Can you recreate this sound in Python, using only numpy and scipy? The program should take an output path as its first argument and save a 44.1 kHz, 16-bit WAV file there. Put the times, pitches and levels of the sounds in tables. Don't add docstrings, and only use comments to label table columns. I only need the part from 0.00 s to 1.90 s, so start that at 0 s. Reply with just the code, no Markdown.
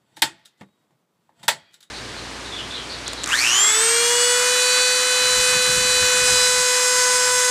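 import sys
import numpy as np
from scipy import signal
from scipy.fft import rfft, irfft
from scipy.io import wavfile
from scipy.ndimage import uniform_filter1d

SR = 44100
rng = np.random.default_rng(int(sys.argv[2]) if len(sys.argv) > 2 else 0)


def how_loud(loudness_db):
    steps = np.asarray(loudness_db, float) / 20
    return 10 ** steps


def digitize_waveform(pressure):
    field = np.atleast_2d(pressure).T
    bounded = np.clip(field, -1, 1)
    quanta = np.round(bounded * 32767).astype(np.int16)
    wavfile.write(sys.argv[1], SR, quanta)


N = 83790
T = np.arange(N) / SR
SHORT = np.arange(4096) / SR
TAIL = T[:SR]

# (frequency [Hz], early t60 [s], late t60 [s], late level [dB])
ROOM = [(133, 0.45, 0.51, -25), (350, 0.23, 0.36, -29), (900, 0.13, 0.54, -31), (1938, 0.14, 0.69, -30),
        (4000, 0.13, 0.91, -37.5), (8000, .14, 0.33, -35), (13000, 0.097, 0.3, -39)]
ROOM_DB, ROOM_GAP_S = -1, 0.0026
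MODE_ROOM_DB = -2.5
DAMPED_T60_S = 0.31
CONTACT_RISE_S = 0.0006
MODE_SPREAD_DB = 2

# (frequency [Hz], density [dB per Hz])
HUSH = [(18, -67), (30, -46.5), (168, -1), (284, -7), (315, -6), (897, -12.5), (1110, -11.5), (1720, -20),
        (15500, -31)]
HUSH_DB, FLICKER_DB = -71, 1.0

# (time [s], rub level [dB])
RUB = [(0, -81), (.08, -73.5), (.16, -69), (.2, -101), (.24, -65.5), (.5, -86.5), (.56, -104), (.605, -60),
       (.66, -80), (.9, -81), (1.0, -92.5), (1.28, -79), (1.33, -84), (1.4, -61.5), (1.47, -59.5),
       (1.52, -71.5), (1.72, -81.5), (1.79, -99)]
RUB_SHARES_DB = (-5.5, -5.5, -1.5, 1, -2.5)
RUB_GRAIN_DB = 1.2

# (frequency [Hz], level at the first place [dB], level at the second [dB], t60 [s])
LID = [(329, -2, -20, 0.048), (563, -19, -2, 0.041), (677, -14.5, 1, 0.042), (881.8, 7.5, 4.5, 0.041),
       (948, -11, 4, 0.03), (1466, -1.5, 1.5, 0.013), (1886, 5, 0.5, 0.023), (1985, -7, -1.5, 0.04),
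       (2221, -3, -5.5, 0.026), (2565, -2.5, -9.5, 0.023), (3200, 7, -9.5, 0.014), (3353, 2, -5, 0.02),
       (3654, 4.5, -10.5, 0.017), (4703, -0.5, -6.5, 0.016)]
LID_RISE_S, LID_SWELL_TURNS = 0.001, 3.4

# (time [s], knock level [dB], steel level [dB], contact [s])
BUMPS = [(0.12, -67.5, -74, 0.0046), (0.174, -44.5, -105, 0.0051), (0.195, -52.5, -91, 0.0031),
         (0.6102, -34, -57, 0.003), (.618, -41.5, -63, 0.0043), (.63, -45.5, -93.5, 0.005),
         (.686, -59, -93.5, .005), (0.906, -60, -74.5, .006), (0.926, -64, -83, 0.0098),
         (1.32, -61.5, -99, .02), (1.435, -44, -99, 0.0085)]
# (frequency [Hz], level [dB], t60 [s])
BOX = [(156, -9, 0.049), (205, 1, 0.073), (325, -4, 0.075), (520, -5, 0.034), (710, -4.5, 0.038),
       (910, -1.5, .025), (1217, -10, .02), (1540, -5, .02), (2140, -7.5, 0.013), (2520, -15, .015),
       (4340, -16, .008)]
# (frequency [Hz], density [dB per Hz])
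THUD = [(47, -50), (110, -22), (200, -2.5), (420, -5.5), (864, -9), (1370, -18.5), (1870, -14),
        (15500, -52.5)]
THUD_DB, THUD_T60_S = -2, 0.035

# (start [s], stop [s], frequency [Hz], level [dB], t60 [s])
SPRING = [(.225, .45, 1920, -66, 1.2), (.37, .44, 5750, -78, 1.5), (.458, .52, 3770, -64, .3),
          (.3, .45, 670, -64, 1.), (.52, .61, 2010, -74, 2.5), (.14, .17, 3650, -69, 2.5),
          (.14, .165, 5800, -72, 2.5), (.64, .87, 3806, -73, 1.0), (1.5, 1.72, 1938, -66, 1.2),
          (1.66, 1.76, 2360, -67, 2.5), (1.55, 1.7, 3790, -68, 1.), (1.7, 1.8, 3010, -69, 2.),
          (1.58, 1.74, 2498, -64, 1.6), (1.52, 1.72, 3180, -62, 1.0), (1.56, 1.745, 3293, -60, 2.5),
          (1.64, 1.7, 4180, -72, 1.), (1.59, 1.72, 4597, -63, 1.2), (1.62, 1.72, 3994, -74, 2.),
          (1.485, 1.72, 662, -57, .8), (1.83, 1.95, 3800, -66, .7)]
WAVER_DB, WAVER_RAD = 3.0, 0.8

# (time [s], steel level [dB], wood level [dB], chatter [s])
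CLICKS = [(0.163, -53.5, -76, .003), (0.168, -44, -40, 0.0051), (0.179, -53.5, -60.5, .01),
          (0.19, -48.5, -62, 0.008), (.39, -68, -90.5, .006), (.575, -66.5, -90, .02),
          (0.2183, -40, -62, 0.002), (0.451, -55, -77, 0.004), (0.456, -44.5, -75, .002),
          (1.395, -63, -79.5, 0.0036), (1.43, -48, -39, 0.0039), (1.434, -43, -41.5, 0.012),
          (1.451, -48.5, -54.5, 0.0096), (1.4795, -34.5, -69.5, 0.0016), (1.71, -70, -84, 0.00076),
          (1.7325, -56, -81, .004), (1.723, -62.5, -82.5, 0.0096), (1.7412, -45.5, -80, 0.0009),
          (1.805, -48.5, -70.5, 0.0034), (1.816, -58.5, -85.5, 0.0047), (1.838, -59.5, -84.5, .01),
          (1.8275, -47, -85.5, 0.0031)]
# (frequency [Hz], level [dB], t60 [s])
LATCH = [(1680, -9, .012), (3470, -4.5, .012), (3750, 4, .03), (4170, 0, .02), (4900, -9.5, .01),
         (5670, -8, 0.015), (7400, -6, .01), (7950, 0, .01), (10800, -12, .006), (10800, -9.5, 0.017),
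         (13800, -13, .005)]
# (frequency [Hz], density [dB per Hz])
LATCH_HISS = [(600, -44), (1670, -8), (2600, -19.5), (3900, -4), (5830, -10), (8000, -9), (11500, -16),
              (15500, -22)]
LATCH_HISS_DB, LATCH_HISS_T60_S = 1, 0.025

# (time [s], steel level [dB], wood level [dB], chatter [s])
SHOTS = [
    (0.2202, -10.5, -49.5, 0.0006),
    (0.222, -21, -9, 0.007),
    (1.4807, -10.5, -56.5, 0.0011),
    (1.483, -32.5, -8.5, .008),
]
# (frequency [Hz], level [dB], t60 [s])
STEEL = [(1720, -22.5, 0.011), (3505, -6.5, 0.026), (3740, -0.5, 0.0089), (4671, -1.5, 0.0024),
         (4570, -7.5, 0.018), (5110, -11, 0.018), (5900, -6.5, 0.0038), (7820, -8.5, 0.006),
         (8057, -0.5, 0.0073), (9600, -13, 0.0024), (10130, -11, 0.0068), (11100, -7, 0.002),
         (14000, -12, 0.002), (14800, -12.5, .006)]
# (frequency [Hz], density [dB per Hz])
BRIGHT = [(290, -51.5), (500, -21.5), (1670, -6.5), (3330, -22), (3790, -4.5), (5830, -10), (8000, -11.5),
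          (15500, -17.5)]
BRIGHT_DB, BRIGHT_T60_S = 1, 0.016
# (frequency [Hz], density [dB per Hz])
CRACK = [(59, -52.5), (100, -33.5), (898, -16), (1210, -5), (1490, 1.5), (3770, -2), (6260, -9.5),
         (7890, -0.5), (15500, -29)]
CRACK_DB, CRACK_T60_S = -3.5, 0.035

# (time [s], level [dB], length [s])
PUSHES = [
    (0.224, -38, .012),
    (1.481, -44.5, .012),
]

# (time [s], level [dB], contact [s])
BOOMS = [
    (0.24, -34.5, 0.0022),
    (.245, -46, 0.017),
    (1.55, -44.5, 0.0033),
    (1.515, -40.5, .02),
    (1.31, -66.5, 0.021),
    (0.92, -59, 0.026),
]
# (frequency [Hz], level [dB], t60 [s])
BENCH = [(94, -10.5, 0.049), (135, -0.5, 0.16), (165, -3.5, 0.12), (213, -6, 0.16)]
BENCH_NOISE_DB = -8.5

# (time [s], wood level [dB], steel level [dB], contact [s])
TAP = (1.2925, -47.5, -74, .003)
# (frequency [Hz], level [dB], t60 [s])
NOSE = [(300, -30, 0.034), (882, -4, .02), (929, 21, 0.019), (997, 5, 0.021), (1560, 0, 0.016),
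        (1760, 11, .02)]
NOSE_NOISE_DB = -18

LOW_CUT_HZ, TOP_HZ, LIMIT = 105, 15250, 0.74


def unit(x):
    return x / np.sqrt(np.sum(x ** 2) + 1e-20)


def fade(t, t60):
    return np.exp(-np.log(1000) * t / t60)


def colour(x, table):
    hz, db = np.array(table).T
    n = x.shape[-1]
    f = np.maximum(np.arange(n // 2 + 1) * SR / n, 1)
    gain = how_loud(np.interp(np.log(f), np.log(hz), db))
    return irfft(rfft(x) * gain, n)


def ring(table, spread_db=0.0, swell_turns=1e-3):
    hz, db, t60 = np.array(table).T[:, :, None]
    luck = rng.standard_normal((2, len(table), 1))
    hz = hz * (1 + 0.0012 * luck[1])
    level = how_loud(db + spread_db * luck[0])
    swell = 1 - np.exp(-SHORT * hz / swell_turns)
    modes = level * np.sin(2 * np.pi * hz * SHORT) * fade(SHORT, t60) * swell
    return unit(np.sum(modes, axis=0))


def chatter(length):
    luck = rng.random((12, 2))
    at = length * 1.4 * luck[:, 0] * SR
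    at[0] = 0
    rebound = 0.4 * luck[:, 1] * np.exp(-1.2 * luck[:, 0])
    pulses = np.zeros(len(SHORT))
    np.add.at(pulses, at.astype(int), np.where(at > 0, rebound, 1))
    return unit(pulses)


def room_bands():
    hz, early, late, late_db = np.array(ROOM).T[:, :, None]
    f = np.log(np.maximum(np.arange(SR // 2 + 1), 1))
    share = np.array([np.interp(f, np.log(hz[:, 0]), row) for row in np.eye(len(hz))])
    bands = irfft(share * rfft(rng.standard_normal(SR)), SR)
    slopes = (fade(TAIL, early) + how_loud(late_db) * fade(TAIL, late)) / np.sqrt(early)
    return bands, slopes * np.clip(TAIL / ROOM_GAP_S, 0, 1) ** 2


def hit(at, db, length, modes, room, tint, noise_db, noise_t60, damped=False):
    bands, slopes = room
    if damped:
        slopes = slopes * fade(TAIL, DAMPED_T60_S)
    tinted = colour(bands, tint)
    shift = rng.integers(SR)

    def tail(noise):
        return how_loud(ROOM_DB) * unit(np.sum(np.roll(noise, shift, axis=1) * slopes, axis=0))

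    noise = np.roll(tinted.sum(axis=0), -shift)[:len(SHORT)]
    burst = unit(noise * fade(np.maximum(SHORT - length, 0), noise_t60))
    body = signal.fftconvolve(chatter(length), modes)[:len(SHORT)]
    y = how_loud(MODE_ROOM_DB) * signal.fftconvolve(modes, tail(bands))[:SR]
    y += how_loud(noise_db) * tail(tinted)
    y[:len(SHORT)] += how_loud(noise_db) * burst + body
    y *= np.clip(TAIL / CONTACT_RISE_S, 0, 1)
    out, start = np.zeros(N + SR), int(at * SR)
    out[start:start + SR] = 10 * how_loud(db) * y
    return out[:N]


def floor():
    hush = colour(rng.standard_normal(N), HUSH)
    steps = np.repeat(rng.standard_normal(N // 2000 + 1), 2000)[:N]
    flicker = uniform_filter1d(steps, size=2000)
    return hush / np.std(hush) * how_loud(HUSH_DB + FLICKER_DB * flicker)


def lid(place):
    modes = ring(np.array(LID)[:, [0, 1 + place, 3]], swell_turns=LID_SWELL_TURNS)
    return unit(modes * (1 - np.exp(-SHORT / LID_RISE_S)))


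def rub():
    grit = rng.standard_normal(N) * how_loud(RUB_GRAIN_DB * rng.exponential(size=N))
    grit = grit / np.std(grit) * how_loud(np.interp(T, *np.array(RUB).T))
    scrape = colour(grit, CRACK)
    steel, wood, plain, box, bench = how_loud(np.array(RUB_SHARES_DB))
    bodies = steel * ring(STEEL) + wood * lid(1) + box * ring(BOX) + bench * ring(BENCH)
    carried = signal.fftconvolve(grit, bodies)[:N]
    return carried + plain * scrape * np.std(grit) / np.std(scrape)


def latch(at, db, length, room):
    modes = ring(LATCH, MODE_SPREAD_DB)
    return hit(at, db, length, modes, room, LATCH_HISS, LATCH_HISS_DB, LATCH_HISS_T60_S)


def bumps(room):
    out = np.zeros(N)
    for at, knock_db, steel_db, length in BUMPS:
        box = ring(BOX, MODE_SPREAD_DB)
        out += latch(at, steel_db, length, room)
        out += hit(at, knock_db, length, box, room, THUD, THUD_DB, THUD_T60_S, damped=True)
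    return out


def spring():
    out = np.zeros(N)
    for start, stop, hz, db, t60 in SPRING:
        t = np.maximum(T - start, 0)
        steps = np.repeat(rng.standard_normal((2, N // 700 + 1)), 700, axis=1)[:, :N]
        waver = uniform_filter1d(steps, size=700)
        gate = np.clip(t / 0.01, 0, 1) * np.clip((stop - T) / 0.0076, 0, 1)
        tone = np.sin(2 * np.pi * hz * t + WAVER_RAD * waver[1])
        out += how_loud(db + WAVER_DB * waver[0]) * tone * fade(t, t60) * gate
    return out


def lid_blow(at, db, length, room):
    return hit(at, db, length, lid(int(at > 1)), room, CRACK, CRACK_DB, CRACK_T60_S)


def clicks(room):
    out = np.zeros(N)
    for at, steel_db, wood_db, length in CLICKS:
        out += latch(at, steel_db, length, room)
        out += lid_blow(at, wood_db, length, room)
    return out


def shots(room):
    out = np.zeros(N)
    for at, steel_db, wood_db, length in SHOTS:
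        frame = ring(STEEL, MODE_SPREAD_DB)
        out += hit(at, steel_db, length, frame, room, BRIGHT, BRIGHT_DB, BRIGHT_T60_S)
        out += lid_blow(at, wood_db, length, room)
    return out


def push():
    out = np.zeros(N)
    for at, db, length in PUSHES:
        out += how_loud(db) * np.sin(np.pi * np.clip((T - at) / length, 0, 1)) ** 2
    return out


def booms(room):
    out = np.zeros(N)
    for at, db, length in BOOMS:
        out += hit(at, db, length, ring(BENCH), room, THUD, BENCH_NOISE_DB, THUD_T60_S, damped=True)
    return out


def tap(room):
    at, wood_db, steel_db, length = TAP
    tick = latch(at, steel_db, length, room)
    tock = hit(at, wood_db, length, ring(NOSE), room, THUD, NOSE_NOISE_DB, THUD_T60_S, damped=True)
    return tick + tock


def scene():
    room = room_bands()
    contacts = tap(room) + shots(room) + clicks(room) + bumps(room) + booms(room) + rub()
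    cut = signal.butter(4, LOW_CUT_HZ, "highpass", fs=SR, output="sos")
    return (signal.sosfilt(cut, contacts) + push() + spring() + floor())[None]


def band_limit(x):
    return signal.sosfilt(signal.butter(12, 16280, fs=SR, output="sos"), x)


def record(dry):
    limited = LIMIT * np.tanh(dry / LIMIT)
    top_cut = signal.ellip(12, 0.2, 80, TOP_HZ, fs=SR, output="sos")
    mix = signal.sosfilt(top_cut, limited)
    return band_limit(mix)


dry = scene()
out = record(dry)
digitize_waveform(out)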